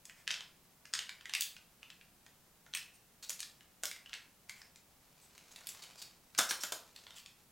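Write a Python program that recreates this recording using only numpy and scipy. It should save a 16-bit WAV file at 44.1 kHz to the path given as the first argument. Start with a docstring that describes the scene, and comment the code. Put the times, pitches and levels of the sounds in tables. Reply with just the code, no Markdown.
"""Handling an open film camera

Close to the microphone in a living room, fingers work the rewind crank and ease the film cassette out.
Small parts click when tapped and scrape as they slide, and the metal crank buzzes briefly. A sleeve
rustles, and the back is swung shut and pressed until it latches, with knocks that make the body ring.
Each contact leaves a short room echo, over a faint steady rumble and hiss."""
import sys
import numpy as np
from scipy import signal
from scipy.fft import rfft, irfft
from scipy.io import wavfile

SR = 44100
rng = np.random.default_rng(int(sys.argv[2]) if len(sys.argv) > 2 else 0)


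def waveform_to_disk(signal):
    """Save audio, clipped to [-1, 1], as 16-bit WAV at the path in sys.argv[1]."""
    frames = np.transpose(np.atleast_2d(signal))
    scaled = np.clip(frames, -1, 1) * 32767
    samples = np.round(scaled).astype(np.int16)
    wavfile.write(sys.argv[1], SR, samples)


N = 331191
TIME = np.arange(N) / SR

# Clicks as the cassette is worked, the crank pulled up, the cassette prised out, the back swung round
# and the camera turned over. Each row: start in seconds, relative level in dB, ringing pitch in Hz,
# added brightness in dB per octave.
CLICKS = [ (0.054, -45.5, 8000, 7.5), (0.097, -46.5, 2040, -2.5), (0.277, -29, 2210, -4.5),
          (0.3063, -30, 2520, -6), (0.3127, -32.5, 5130, -2), (0.341, -34, 2660, -5.5),
          (0.407, -40.5, 3040, -6), (0.854, -48, 4720, -6.5), (0.9373, -27, 5500, -3.5),
          (0.951, -34, 3330, -2), (0.991, -31.5, 2950, -2.5), (1.093, -37.5, 1830, -3),
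          (1.21, -50, 2650, -8), (1.256, -40, 1830, -2.5), (1.295, -40, 2250, -3), (1.337, -29, 2350, -1.5),
          (1.350, -27, 2700, 0), (1.4087, -22, 10040, 22.5), (1.4216, -30, 4400, 6.5),
          (1.566, -47, 2430, -9.5), (1.830, -45.5, 2480, -9.5), (1.902, -46.5, 2820, -3.5),
          (2.012, -53.5, 1940, -8), (2.264, -52.5, 1740, -4), (2.664, -54.5, 1230, -24),
          (2.7375, -34.5, 3170, -5), (2.7497, -31, 2360, 4.5), (2.7723, -37, 3030, 2),
          (3.2948, -33, 7700, 6.5), (3.304, -34.5, 9450, 3.5), (3.4037, -35, 9300, 4.5),
          (3.4294, -39, 3900, -1.5), (3.608, -54.5, 1640, -2), (3.8355, -34, 9600, 11),
          (3.855, -31, 5950, 8.5), (3.9137, -38.5, 2320, -1), (3.963, -48, 2620, -3),
          (4.060, -47.5, 2480, -7.5), (4.095, -50.5, 2840, -11), (4.1313, -37.5, 2280, -5),
          (4.139, -38, 2570, -2.5), (4.495, -38.5, 2070, 1), (4.617, -48.5, 4570, -7.5),
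          (4.759, -52, 7340, -.5), (5.379, -50, 3350, 2), (5.5607, -45.5, 4530, 5), (5.614, -56, 1050, -14),
          (5.670, -34, 4500, 14), (5.690, -38, 7850, 6), (5.836, -46.5, 3120, 4),
          (6.349, -45.5, 1640, -0.5), (6.962, -45.5, 3930, 3), (7.0672, -47.5, 2920, -13.5),
          (7.107, -48, 2980, -6.5), (7.261, -46, 3440, 1)]


def clicks(tails, chatter_fade_s=0.018, ring_db=-3.0, ring_sharpness=2.8, gain_db=20.5, low_cut_hz=900):
    """Each click is a sharp crack plus the very short ring of the small part that was touched."""
    # The tone of a click. Each row: frequency in Hz, relative level in dB.
    tone = [(150, -55), (400, -14.5), (800, -15), (1200, -12), (1700, -4), (2800, -3), (4200, -4.5),
            (6500, -5), (9000, -9.5), (16000, -25)]
    out = np.zeros(N)
    low_cut = signal.butter(2, low_cut_hz, "high", fs=SR, output="sos")  # small parts give little bass
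    for k, (s, db, hz, tilt_db) in enumerate(CLICKS + grazes() + settling()):
        ring = unit_energy(resonate(response(tone), hz, hz / ring_sharpness))
        part = signal.sosfilt(low_cut, response(tone, tilt_db) + from_db(ring_db) * ring)
        click = contact(part, tails[k % len(tails)], chatter_fade_s, room_db=-2, tap_db=-8.5)
        add(out, s, from_db(db + gain_db) * click)
    return out


def grazes(lead_s=0.0065, softer_db=20.5):
    """A part touches its seat lightly just before it snaps home. Gives extra click rows."""
    return [(s - lead_s, db - softer_db, hz, tilt_db) for s, db, hz, tilt_db in CLICKS]


def settling(count=3, gap_s=0.027, softer_db=21, fade_db_per_s=79):
    """A touched part settles with a few faint ticks, each weaker than the last. Gives extra click rows."""
    delays = gap_s * np.cumsum(rng.uniform(.5, 2, (len(CLICKS), count)), axis=1)
    return [(s + delay, db - softer_db - fade_db_per_s * delay, hz, tilt_db)
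            for (s, db, hz, tilt_db), row in zip(CLICKS, delays) for delay in row]


def knocks(tails, chatter_fade_s=0.022, body_db=-9.0, body_fade_s=0.11, gain_db=22.0):
    """A knock is fuller than a click. It bounces once and sets the camera body ringing."""
    # Knocks on the body, mostly the back closing. Each row: start in seconds, relative level in dB.
    blows = [(3.2959, -43.5), (3.8352, -34.5), (6.387, -23), (6.509, -29), (6.635, -31.5), (6.722, -32.5)]
    # The tone of a knock. Each row: frequency in Hz, relative level in dB.
    tone = [(110, -24), (200, -5.5), (290, -2), (400, -9), (540, -0.5), (850, -1), (1100, 2), (1500, 6.5),
            (2200, -4), (3700, -1.5), (7000, -2), (10000, -9), (16000, -19)]
    # The notes of springs and plates in the body. Each row: pitch in Hz, relative level in dB.
    body_notes = [(646, 7.5), (1193, -10), (1258, -25), (1477, -7), (1591, 12.5), (2157, 10.5), (2312, 7),
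                  (2397, 1), (2746, -21), (3534, 15), (4315, 1), (6383, -42.5)]
    out, t = np.zeros(N), TIME[:SR // 2]
    # For each dB that a knock falls short of a full blow, its bounce loses about two.
    bounce_s, full_blow_db, bounce_loss = 0.0036, -24, 2.02
    bounces = [(s + bounce_s, full_blow_db + bounce_loss * (db - full_blow_db)) for s, db in blows]
    part = response(tone, tilt_db=2)
    for k, (s, db) in enumerate(blows + bounces):
        body = np.zeros(len(t))
        for hz, note_db in body_notes:
            strength = from_db(note_db + rng.normal(0, 1.4)) * rng.choice([-1, 1])
            body += strength * np.sin(2 * np.pi * hz * t)
        crack = contact(part, tails[k % len(tails)], chatter_fade_s, room_db=-1.5, tap_db=-30.0)
        add(out, s, from_db(db + gain_db) * crack)
        add(out, s, from_db(db + gain_db + body_db) * unit_energy(body * fade(t, body_fade_s)))
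    return out


def contact(part, tail, chatter_fade_s, room_db, tap_db):
    """A tap and a moment of chatter shake a part. We hear it directly and as a room echo."""
    t = TIME[:SR // 25]
    force = unit_energy(rng.standard_normal(len(t)) * fade(t, chatter_fade_s))
    force[0] += from_db(tap_db)
    direct = unit_energy(signal.fftconvolve(force, part))
    heard = from_db(room_db) * signal.fftconvolve(direct, tail)
    heard[:len(direct)] += direct
    return heard


def crank(width_hz=180):
    """The loose metal rewind crank buzzes on for a moment after its click, at two pitches."""
    # The two buzzes. Each row: start in seconds, pitch in Hz, level in dB, fade time in seconds.
    buzzes = [(2.749, 2717, -56, 0.6), (2.747, 8300, -43, 0.18)]
    out, t = np.zeros(N), TIME[:SR // 2]
    for s, hz, db, fade_s in buzzes:
        buzz = unit_level(resonate(rng.standard_normal(len(t)), hz, width_hz))
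        add(out, s, from_db(db) * buzz * fade(t, fade_s))
    return out


def scrapes(squeak_width_hz=480, overtone_ratio=1.476, overtone_db=-10.5):
    """Parts slide on each other in many tiny slips, making a rough noise with a squeak in it."""
    # The slides. Each row: start in seconds, length in seconds, level in dB, squeak pitch in Hz.
    slides = [(0.159, .07, -66.5, 2100), (2.934, .033, -65.5, 8820), (3.224, 0.029, -49, 4150),
              (3.392, 0.0069, -47, 4430), (4.553, 0.074, -64, 2090), (5.209, 0.054, -66.5, 8000),
              (5.516, .012, -58, 6860), (5.82, 0.013, -49.5, 4420), (5.975, 0.041, -56, 4860),
              (6.016, .014, -45, 4600), (6.377, 0.012, -33, 6070), (6.489, 0.018, -37.5, 5660),
              (6.603, 0.031, -46, 5540), (7.157, 0.017, -58.5, 7160), (7.158, 0.049, -55, 3134)]
    # The tone of the rough noise. Each row: frequency in Hz, relative level in dB.
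    tone = [(200, -22), (1000, 0.5), (2000, -0.5), (4000, 5.5), (7500, 8), (11000, -3.5), (16000, 0.5)]
    out = np.zeros(N)
    for s, length_s, db, hz in slides:
        slips = friction(max(int(length_s * SR), 64), rough_db=5)
        squeak = resonate(slips, hz, squeak_width_hz)
        squeak += from_db(overtone_db) * resonate(slips, hz * overtone_ratio, squeak_width_hz)
        slide = unit_level(colour(slips, tone) + unit_level(squeak))
        soft_ends = signal.windows.tukey(len(slide), .25)
        add(out, s, from_db(db) * slide * soft_ends)
    return out


def rustle(clump_db=7.0, clump_s=0.0034, swell_db_per_s=21.5, ease_db_per_s=33, fingers_db=-80.5):
    """Sleeve fibres catch and let go in little clumps, swelling and easing as the arm moves."""
    # Arm movements. Each row: loudest moment in seconds, level then in dB.
    arm_moves = [(5.8, -60), (7.051, -66)]
    # The tone of the cloth. 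Each row: frequency in Hz, relative level in dB.
    tone = [(150, -8), (600, 3), (1500, 1.5), (4000, 3), (7000, 1), (11000, -9.5), (16000, -15)]
    moves_db = [db - np.maximum(swell_db_per_s * (s - TIME), ease_db_per_s * (TIME - s))
                for s, db in arm_moves]
    level_db = np.maximum(np.max(moves_db, axis=0), fingers_db)  # the fingers never stop brushing
    catching = np.interp(TIME / clump_s, np.arange(N), np.minimum(rng.standard_normal(N), 2))
    slips = friction(N, rough_db=8.0) * from_db(clump_db * catching)
    return from_db(level_db) * colour(slips, tone)


def friction(count, rough_db):
    """Rubbing surfaces move in tiny slips of very uneven size."""
    return rng.standard_normal(count) * from_db(rough_db * np.clip(rng.standard_normal(count), -3, 3))


def room_tail(first_echo_s=0.00088, build_s=0.0074):
    """Echoes in the room build up quickly and blur into a tail. 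The middle pitches last longest."""
    # How long the room rings. Each row: frequency in Hz, fade time in seconds.
    fade_times = [(150, 0.25), (600, 0.46), (1500, 0.38), (3000, 0.35), (7000, 0.27), (15000, 0.31)]
    t = TIME[:SR * 2 // 5]
    hz = np.fft.rfftfreq(len(t), 1 / SR)
    noise_spectrum = rfft(rng.standard_normal(len(t)))
    edges_hz = np.r_[0, np.geomspace(350, SR / 2, 7)]
    tail = np.zeros(len(t))
    for low, high in zip(edges_hz, edges_hz[1:]):
        band = irfft(noise_spectrum * (hz >= low) * (hz < high), len(t))
        tail += band * fade(t, at_hz(fade_times, (low + high) / 2))
    return unit_energy(tail * np.clip((t - first_echo_s) / build_s, 0, 1))


def rumble_and_hiss(rumble_db=-68.0, hiss_db=-69.5, side_db=-12.5):
    """The room rumbles almost alike on the left and right. Each side adds its own electronic hiss."""
    # The tone of the rumble. Each row: frequency in Hz, relative level in dB.
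    tone = [(25, -8.5), (45, -6.5), (110, -7.5), (170, -3.5), (300, -11), (550, -14.5), (750, -13.5),
            (1500, -18.5), (4000, -24), (16000, -23.5)]
    middle, side = (colour(rng.standard_normal(N), tone) for _ in range(2))
    rumble = middle + from_db(side_db) * side * np.array([[1], [-1]])
    return from_db(rumble_db) * rumble + from_db(hiss_db) * rng.standard_normal((2, N))


def response(tone, tilt_db=0, size=1024):
    """The sound of one perfect tap with this tone, brightened by tilt_db per octave above 1500 Hz."""
    hz = np.abs(np.fft.fftfreq(size, 1 / SR))
    octaves = np.log2(np.maximum(hz, 1500) / 1500)
    log_gain = np.log(from_db(at_hz(tone, hz) + tilt_db * octaves))
    spectrum = np.exp(np.conj(signal.hilbert(log_gain)))  # packs the sound at the start of the tap
    return unit_energy(np.fft.ifft(spectrum).real)


def colour(x, tone):
    """Give a noise this tone, at an average level of 1."""
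    return unit_level(signal.fftconvolve(x, response(tone, size=8192))[:len(x)])


def resonate(x, hz, width_hz):
    """Make a sound ring at one pitch. A narrower width rings longer."""
    r = np.exp(-np.pi * width_hz / SR)
    return signal.lfilter([1, 0, -1], [1, -2 * r * np.cos(2 * np.pi * hz / SR), r * r], x)


def fade(t, fade_s):
    """Die away smoothly. The fade time is how long it takes to drop by 60 dB."""
    return 1000 ** (-t / fade_s)


def at_hz(rows, hz):
    """Read between the rows of a table, giving each octave equal space."""
    table = np.array(rows)
    return np.interp(np.log(hz + 1), np.log(table[:, 0]), table[:, 1])


def from_db(db):
    """Turn decibels into a number to multiply by."""
    return 10 ** (np.asarray(db) / 20)


def unit_level(x):
    """Scale a sound so its average level (rms) is 1."""
    return x / np.sqrt(np.mean(x ** 2) + 1e-20)


def unit_energy(x):
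    """Scale a sound so its squared samples add up to 1."""
    return x / np.sqrt(np.sum(x ** 2) + 1e-20)


def add(track, s, sound):
    """Mix a sound into the track, starting at s seconds."""
    start = max(round(s * SR), 0)
    track[start:start + len(sound)] += sound[:max(N - start, 0)]


def scene(rubbing_room_db=-2.5):
    """Mix it all. The camera keeps moving, so the contacts take turns among several room tails."""
    tails = [room_tail() for _ in range(12)]
    rubbing = scrapes() + rustle()
    rubbing_echo = from_db(rubbing_room_db) * signal.fftconvolve(rubbing, tails[0])[:N]
    return clicks(tails) + knocks(tails) + crank() + rubbing + rubbing_echo + rumble_and_hiss()


def record(dry, cutoff_hz=16100):
    """Cut away the very highest treble."""
    return signal.sosfilt(signal.ellip(10, .1, 80, cutoff_hz, fs=SR, output="sos"), dry)


dry = scene()
out = record(dry)
waveform_to_disk(out)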